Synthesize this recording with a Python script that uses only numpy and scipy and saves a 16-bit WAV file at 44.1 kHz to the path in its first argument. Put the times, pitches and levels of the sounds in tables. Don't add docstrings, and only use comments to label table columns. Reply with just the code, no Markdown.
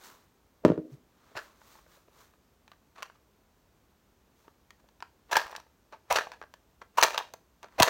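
import sys
import numpy as np
from scipy import signal
from scipy.fft import rfft, irfft
from scipy.io import wavfile
from scipy.ndimage import uniform_filter1d

SR = 44100
rng = np.random.default_rng(int(sys.argv[2]) if len(sys.argv) > 2 else 0)


def materialize(psi):
    bounded = np.clip(np.atleast_2d(psi).T, -1, 1)
    quanta = np.round(bounded * 32767).astype(np.int16)
    wavfile.write(sys.argv[1], SR, quanta)


N = 347949
SIZE = 16384
FREQ = np.maximum(np.arange(SIZE // 2 + 1) * SR / SIZE, 1)
TIME = np.arange(N) / SR
TOP_HZ = 16000

# (frequency [Hz], relative level [dB])
HISS_COLOUR = [(20, -39.5), (35, -9), (55, 0.5), (110, -8), (230, -8.5), (450, -12.5), (680, -16),
               (1000, -17), (2000, -24.5), (4900, -29.5), (6200, -28.5), (10500, -36.5), (12000, -32),
               (16000, -32)]
HISS_DB = -67
# (frequency [Hz], decay time [s])
ROOM_DECAY = [(100, 0.12), (300, 0.6932), (1000, 0.1482), (3000, 0.29), (7000, 0.32), (15000, 0.23)]
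# (frequency [Hz], relative level [dB])
ROOM_COLOUR = [(60, -0.5), (300, -9), (800, -0.5), (1600, 5), (4000, -2.5), (8000, -3), (15000, 0)]

# (crest time [s], rise [s], fall [s], level [dB], tilt [dB])
BRUSHES = [(.06, .024, 0.043, -53.5, 4.5), (.1, 0.14, 0.09, -56.5, -1), (.94, .03, .025, -66.5, 1),
           (1.33, .12, 0.089, -66.5, -4.5), (1.425, 0.038, 0.086, -56, -2.5),
           (1.74, 0.094, 0.08, -59.5, 1.9), (1.96, 0.056, 0.049, -61.5, 1), (2.22, 0.063, 0.063, -60, 0.5),
           (4.43, .06, .07, -73.5, 5.5), (7.76, 0.036, .03, -68.5, -8)]
# (frequency [Hz], relative level [dB])
CLOTH_COLOUR = [(150, -11.5), (400, -1), (700, -5.5), (1100, 2), (1700, -5), (2800, -11), (4000, -8.5),
                (5000, -12.5), (6200, -10), (10500, -19.5), (15000, -14.5)]
RESTING_DB, RESTING_TILT_DB = -82.5, 1
SWISH_RISE_S, SWISH_FALL_S, SWISH_DB, SWISH_TILT_DB = 0.018, .03, -68, -8

# (middle time [s], length [s], level [dB], frequency [Hz])
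HANDLING_BUMPS = [(.938, .058, -41.5, 136), (1.362, .026, -48.5, 105), (5.458, .035, -56, 55),
                  (7.8065, .0066, -14, 305), (7.812, 0.022, -23.5, 109), (7.837, .017, -34, 140)]
FLEX_LAG_S, FLEX_LENGTH_S, FLEX_DB, FLEX_HZ = .009, .026, -19.5, 129
PUSH_LENGTH_S, PUSH_OVER_SETTLE_DB, PUSH_HZ = .033, -16, 70

# (time [s], level [dB], tilt [dB per octave])
THUDS = [(.6503, 1, -2.5), (0.6536, -9, -2.5), (.6615, -12, -5), (.682, -17, -2), (0.7015, -8.5, -5),
         (.719, -14, -4.5), (0.7777, -18, -5.5), (0.7899, -27, -6)]
# (frequency [Hz], width [Hz], lift over the broad colour [dB])
TABLE_MODES = [(253, 16, 3.5), (313, 7, 9.9), (413.5, 11, 4.06), (470.4, 12, 3), (620, 61, 8.6),
               (950, 40, 8), (1400, 90, 6)]
# (frequency [Hz], relative level [dB])
WOOD_COLOUR = [(30, -37.5), (80, -23.5), (140, -5.5), (300, -4), (480, -2.5), (780, -19), (1200, -18),
               (2000, -27), (3000, -28.5), (5500, -34), (8000, -40), (15500, -50)]
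THUD_HZ, THUD_RING_DB, THUD_ROOM_DB = 335, 4, -15

# (time [s], level [dB], wall ring [Hz], ring lift [dB], tilt [dB per octave])
TICKS = [(1.6165, -43.5, 1502, 10, -3), (1.7545, -43.5, 1000, 7.5, -2), (2.679, -37.5, 2790, 3, 0.5),
         (2.7173, -34.5, 1300, 6.5, 1.5), (2.7337, -47, 1400, 9, 0), (3.0241, -23, 1500, 4.5, 2),
         (3.029, -19.5, 750, 4.5, 2.5), (3.0995, -38, 1600, 7, -3.5), (4.7063, -32.5, 2300, 4.5, 2),
         (4.8883, -43, 986, 6, 2), (5.0046, -33.5, 2600, 5, 1), (5.0249, -22, 1080, 5, -1.5),
         (5.3704, -12, 1690, 5, -6), (5.4075, -29, 1500, 5, 6.5), (5.4618, -30.5, 950, 5, -5),
         (5.468, -31.5, 950, 14, 3.5), (5.5143, -30, 1100, 4, 8), (5.528, -30.5, 1150, 5, -3.5),
         (5.5517, -25, 1710, 13, -1), (5.5633, -19, 5200, 6.5, 5.5), (5.581, -38, 1117, 10, -7.5),
         (5.9245, -40.5, 2700, 5, 3), (6.2099, -19, 1500, 7.5, -2.5), (6.2705, -30.5, 900, 3.5, -4.5),
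         (6.3186, -27.5, 1006, 4, 1.5), (6.4155, -30.5, 1000, 7, -3), (6.426, -31.5, 1500, 11, -1.5),
         (6.438, -33.5, 1000, 3, -4), (6.5395, -31, 641, 15, 4), (6.818, -34.5, 1880, 15, 1.5),
         (7.146, -18, 950, 6.5, 0), (7.178, -11.5, 4500, 23, -1), (7.1894, -18.5, 950, 11, 2.5),
         (7.2093, -27.5, 950, 24.5, -3.5), (7.3377, -22.5, 698, 12, 6), (7.3395, -30, 700, 4, -4.5),
         (7.6303, -30.5, 1006, 4, 3.5), (7.6583, -45.5, 1000, 8, -1), (7.6855, -45, 1900, 3, 1),
         (7.8298, 0, 1200, 20.5, 7.5)]
# (frequency [Hz], width [Hz], lift over the broad colour [dB])
BOX_MODES = [(640, 96, 7), (927, 59, 8), (1193, 160, 4.5), (1600, 200, 2.5), (1715, 46, 7), (2300, 64, -1),
             (2740, 270, 2.5), (3420, 120, -1), (4230, 610, 5), (4694, 40, 0.5), (5920, 400, 7.5),
             (6780, 280, 5)]
# (frequency [Hz], relative level [dB])
TAP_COLOUR = [(50, -16), (250, -18), (500, -4.5), (1000, 0.5), (1800, -2.5), (3000, -5.5), (5000, -15),
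              (7500, -21), (10500, -29), (15500, -27.5)]
TAP_ROOM_DB = -15

# (crest time [s], fall [s], level [dB], wall ring [Hz], tilt [dB per octave])
SCUFFS = [(.642, 0.0083, -42, 600, -14), (.679, 0.035, -42, 1100, -3), (1.32, .01, -59, 520, -14),
          (1.355, 0.0057, -41.5, 900, -6.5), (1.374, 0.017, -34.5, 1540, 0),
          (1.79, 0.0076, -57.5, 1200, -2), (1.865, 0.0053, -58, 484, -6), (1.975, 0.0077, -59.5, 555, -7),
          (2.083, .006, -56.5, 498, -7), (2.338, .004, -61.5, 1100, -4), (2.961, .006, -54, 900, 1),
          (2.995, 0.032, -50, 1100, -1.5), (3.06, .009, -55, 800, 0), (3.155, .012, -64, 900, -0.5),
          (4.455, .022, -66, 900, -3), (4.481, 0.0028, -47, 1100, -5.5), (4.8, .012, -67.5, 800, 0),
          (4.845, .008, -61.5, 600, -8), (5.299, .012, -53.5, 1097, -3.5), (5.52, .046, -49.5, 950, -0.5),
          (5.601, .003, -46.5, 980, 2), (5.666, .005, -60, 895, -5), (5.933, .015, -44, 1027, -4),
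          (6.333, 0.027, -51.5, 950, -1), (6.417, 0.0035, -44.5, 1900, -4), (6.821, 0.0068, -44, 1026, -3),
          (7.159, .006, -35.5, 880, -2.5), (7.197, 0.021, -39, 920, -2), (7.641, .013, -44.5, 980, -4),
          (7.724, 0.0056, -61, 1700, 0), (7.789, 0.0093, -30.5, 780, -4), (7.883, 0.012, -23.5, 654, -1.5)]
SCUFF_RISE_SHARE, SCUFF_RING_DB = .52, 7.5

# (crest time [s], fall [s], level [dB], wall ring [Hz], ring lift [dB], tilt [dB per octave])
JOLTS = [(5.3312, 0.0027, -20.5, 1750, 5.5, 0), (5.3565, .012, -18.5, 1710, 10.5, -2),
         (5.369, 0.0047, -13.5, 900, 7.5, 2), (6.126, 0.0045, -25.5, 920, 8, 6),
         (6.159, 0.0084, -19, 1600, 1.5, -.5), (6.172, .003, -22, 1120, 5.5, -.5),
         (6.1864, 0.0042, -19, 1650, 9.5, -1.5), (7.014, .0027, -23.5, 950, -0.5, 1),
         (7.028, 0.0047, -12, 1600, 0, 1.5), (7.033, 0.0051, -10.5, 620, 0, 2),
         (7.046, 0.0015, -16.5, 1090, 8.5, -3), (7.1795, .0045, -23.5, 950, 13, 1.5),
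         (7.8015, 0.002, -13, 696, 22, 2.5), (7.8245, .0033, -10.5, 970, 14.5, 2),
         (7.831, .003, -8.5, 1130, 11.5, 3)]
JOLT_RISE_S = .0014
# (frequency [Hz], relative level [dB])
STICK_COLOUR = [(30, -32.5), (100, -25), (230, -22), (420, -3), (600, -5), (1100, -5), (1700, -6.5),
                (2500, -7.5), (4500, -14), (7000, -19.5), (10500, -26), (15500, -26)]
SETTLE_LAG_S, SETTLE_RISE_S, SETTLE_TILT_DB = .027, .01, -0.4
BOX_WALL_HZ, BOX_WALL_DB = 920, 6

# (touch time [s], crest of the bite [s], push time [s], rasp level [dB], bite level [dB],
#  wall ring [Hz], ring lift [dB], settling fall [s], settling level [dB])
STRIKES = [(5.311, 5.327, 5.368, -32.5, -25, 930, 6.8, 0.05, -35.5),
           (6.0999, 6.112, 6.13, -32.5, -19, 724, 7.6, 0.045, -31.5),
           (6.972, 6.988, 7.032, -32, -16, 970, 8.9, .062, -31),
           (7.782, 7.809, 7.8, -39, -18, 563, 3.6, 0.047, -27)]
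# (frequency [Hz], relative level [dB])
GRIT_COLOUR = [(30, -32), (100, -26), (250, -25.5), (420, -13.5), (650, -2), (1000, -1.5), (1500, -10.5),
               (2300, -9.5), (4500, -19.5), (7000, -22), (10500, -28.5), (15500, -25)]
RASP_RISE_S, RASP_FALL_S, RASP_RING_DB, RASP_TILT_DB = .0017, 0.044, 2.5, 1.5
BITE_RISE_SHARE, BITE_FALL_S, BITE_TILT_DB = .36, .007, -1.5
CATCH_DB = 2


def undb(db):
    return 10 ** (np.asarray(db) / 20)


def rms(x):
    return np.sqrt(np.mean(x ** 2))


def read(points, hz):
    f, value = np.transpose(points)
    return np.interp(np.log(np.maximum(hz, 1)), np.log(f), value)


def add(track, s, sound):
    i = max(int(s * SR), 0)
    track[i:i + len(sound)] += sound[:max(N - i, 0)]


def swell_at(t, rise, fall):
    return np.exp(-np.where(t < 0, (t / rise) ** 2 / 2, t / abs(fall)))


def noise(points):
    gains = undb(read(points, np.arange(N // 2 + 1) * SR / N))
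    x = irfft(rfft(rng.standard_normal(N)) * gains, N)
    return x / rms(x)


def response(colour, modes, tilt_db):
    db = read(colour, FREQ) + tilt_db * np.log2(np.maximum(FREQ, 250) / 1000)
    for hz, width, peak_db in modes:
        distance = 2 * (FREQ - hz) / width
        db = db + 10 * np.log10(1 + (undb(peak_db) ** 2 - 1) / (1 + distance ** 2))
    cepstrum = irfft(np.log(undb(db)))
    cepstrum[1:SIZE // 2] *= 2
    cepstrum[SIZE // 2 + 1:] = 0
    return irfft(np.exp(rfft(cepstrum)))


def held_box(grip):
    shifts = np.exp(grip * rng.standard_normal(len(BOX_MODES)))
    return [(hz * shift, width, db) for (hz, width, db), shift in zip(BOX_MODES, shifts)]


def splinters(pulses, count, ring_db, width_hz):
    owner = rng.integers(0, count, len(pulses))
    out = pulses.copy()
    steps = (np.arange(count) + rng.random(count)) / count
    for k, hz in enumerate(1200 * 8 ** steps):
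        b, a = signal.iirpeak(hz, hz / width_hz, fs=SR)
        out += undb(ring_db) * signal.lfilter(b, a, pulses * (owner == k))
    return out


def swarms(table, colour, per_second, scatter_db, ring_width, stick_db):
    out = np.zeros(N)
    t = (np.arange(SIZE) - SIZE // 3) / SR
    for s, rise, fall, db, ring_hz, ring_db, tilt_db in table:
        swell = swell_at(t, rise, fall)
        hits = rng.random(SIZE) < per_second * (.5 + swell) / SR
        sizes = rng.choice([-1, 1], SIZE) * undb(scatter_db * rng.uniform(-1, 1, SIZE))
        grip = uniform_filter1d(rng.standard_normal(SIZE), size=200)
        catching = undb(CATCH_DB * grip / rms(grip))
        impacts = swell * hits * sizes * catching
        pulses = splinters(impacts, count=6, ring_db=stick_db, width_hz=200)
        wall = (ring_hz, ring_width * ring_hz, ring_db)
        body = response(colour, held_box(grip=.035) + [wall], tilt_db)
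        sound = signal.fftconvolve(pulses, body)[:SIZE]
        level = undb(db) * rms(swell) / (rms(sound) + 1e-12)
        add(out, s + t[0], sound * level)
    return out


def blows(table, colour, modes, ring_width, chatter, chatter_s):
    out = np.zeros(N)
    t = np.arange(SIZE // 16) / SR
    for s, db, ring_hz, ring_db, tilt_db in table:
        ring = response(colour, modes() + [(ring_hz, ring_width * ring_hz, ring_db)], tilt_db)
        contact = rng.standard_normal(len(t)) * np.exp(-t / chatter_s)
        contact *= chatter / np.linalg.norm(contact)
        contact[0] = 1
        level = undb(db) / np.abs(ring).max() / np.linalg.norm(contact)
        add(out, s, signal.fftconvolve(ring, contact) * level)
    return out


def hiss():
    return undb(HISS_DB) * noise(HISS_COLOUR)


def room(x, first_s, build_s):
    t = np.arange(2 * SIZE) / SR
    hz = np.arange(SIZE + 1) * SR / (2 * SIZE)
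    spectrum = rfft(rng.standard_normal(2 * SIZE)) * undb(read(ROOM_COLOUR, hz))
    tail = 0
    for centre in 2. ** np.arange(6, 15):
        band = np.maximum(1 - np.abs(np.log2(np.maximum(hz, 1) / centre)), 0)
        decay = np.exp(-np.log(1000) * t / read(ROOM_DECAY, centre))
        tail = tail + irfft(spectrum * band) * decay
    tail = tail * np.clip((t - first_s) / build_s, 0, 1)
    return signal.fftconvolve(x, tail / np.sqrt(np.sum(tail ** 2)))[:N]


def rustle(grain_db):
    rub = noise(CLOTH_COLOUR)
    low = signal.sosfilt(signal.butter(1, 2500, fs=SR, output="sos"), rub)
    dull, bright = undb(RESTING_DB - RESTING_TILT_DB), undb(RESTING_DB + RESTING_TILT_DB)
    swishes = [(touch, SWISH_RISE_S, SWISH_FALL_S, SWISH_DB, SWISH_TILT_DB) for touch, *_ in STRIKES]
    for s, rise, fall, db, tilt_db in BRUSHES + swishes:
        swell = swell_at(TIME - s, rise, fall)
        dull = np.hypot(dull, swell * undb(db - tilt_db))
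        bright = np.hypot(bright, swell * undb(db + tilt_db))
    grain = uniform_filter1d(rng.standard_normal(N), size=130)
    return (low * dull + (rub - low) * bright) * undb(grain_db * grain / rms(grain))


def bumps():
    flexes = [(s + FLEX_LAG_S, FLEX_LENGTH_S, db + FLEX_DB, FLEX_HZ) for s, db, _ in THUDS]
    pushes = [(push, PUSH_LENGTH_S, db + PUSH_OVER_SETTLE_DB, PUSH_HZ) for _, _, push, *_, db in STRIKES]
    out = np.zeros(N)
    for s, length, db, hz in HANDLING_BUMPS + flexes + pushes:
        t = np.arange(-length / 2, length / 2, 1 / SR)
        swell = np.cos(np.pi * t / length) ** 2
        add(out, s + t[0], undb(db) * swell * np.sin(2 * np.pi * hz * t))
    return out


def thuds():
    rows = [(s, db, THUD_HZ, THUD_RING_DB, tilt_db) for s, db, tilt_db in THUDS]
    return blows(rows, WOOD_COLOUR, lambda: TABLE_MODES, ring_width=.24, chatter=.6, chatter_s=.0083)


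def ticks():
    return blows(TICKS, TAP_COLOUR, lambda: held_box(grip=.06), ring_width=.3, chatter=.88, chatter_s=.0033)


def scuffs():
    rows = [(s, SCUFF_RISE_SHARE * fall, fall, db, hz, SCUFF_RING_DB, tilt_db)
            for s, fall, db, hz, tilt_db in SCUFFS]
    return swarms(rows, STICK_COLOUR, per_second=1400, scatter_db=8.5, ring_width=.18, stick_db=7)


def loose_sticks():
    jolts = [(s, JOLT_RISE_S, *rest) for s, *rest in JOLTS]
    settling = [(push + SETTLE_LAG_S, SETTLE_RISE_S, fall, db, BOX_WALL_HZ, BOX_WALL_DB, SETTLE_TILT_DB)
                for _, _, push, *_, fall, db in STRIKES]
    thrown = swarms(jolts, STICK_COLOUR, per_second=2400, scatter_db=7, ring_width=0.13, stick_db=7.0)
    tumbling = swarms(settling, STICK_COLOUR, per_second=700, scatter_db=9, ring_width=0.15, stick_db=7.5)
    return thrown + tumbling


def match_head():
    rows = []
    for touch, bite, _, rasp_db, bite_db, hz, ring_db, *_ in STRIKES:
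        rasp_crest = touch + 2 * RASP_RISE_S
        rows.append((rasp_crest, RASP_RISE_S, RASP_FALL_S, rasp_db, hz, RASP_RING_DB, RASP_TILT_DB))
        bite_rise = BITE_RISE_SHARE * (bite - touch)
        rows.append((bite, bite_rise, BITE_FALL_S, bite_db, hz, ring_db, BITE_TILT_DB))
    return swarms(rows, GRIT_COLOUR, per_second=7000, scatter_db=5.5, ring_width=0.1, stick_db=5.5)


def scene():
    landing = thuds()
    taps = ticks()
    rattle = scuffs() + loose_sticks()
    head = match_head()
    to_room = undb(-8.0) * head + undb(-14.0) * rattle + undb(TAP_ROOM_DB) * taps + undb(THUD_ROOM_DB) * landing
    echo = room(to_room, first_s=.0033, build_s=0.0089)
    background = hiss() + echo + rustle(grain_db=1.5) + bumps()
    return (background + landing + taps + rattle + head)[None]


def record(dry):
    low_pass = signal.ellip(10, .2, 80, TOP_HZ, fs=SR, output="sos")
    return signal.sosfilt(low_pass, np.clip(dry, -1, 1))


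dry = scene()
out = record(dry)
materialize(out)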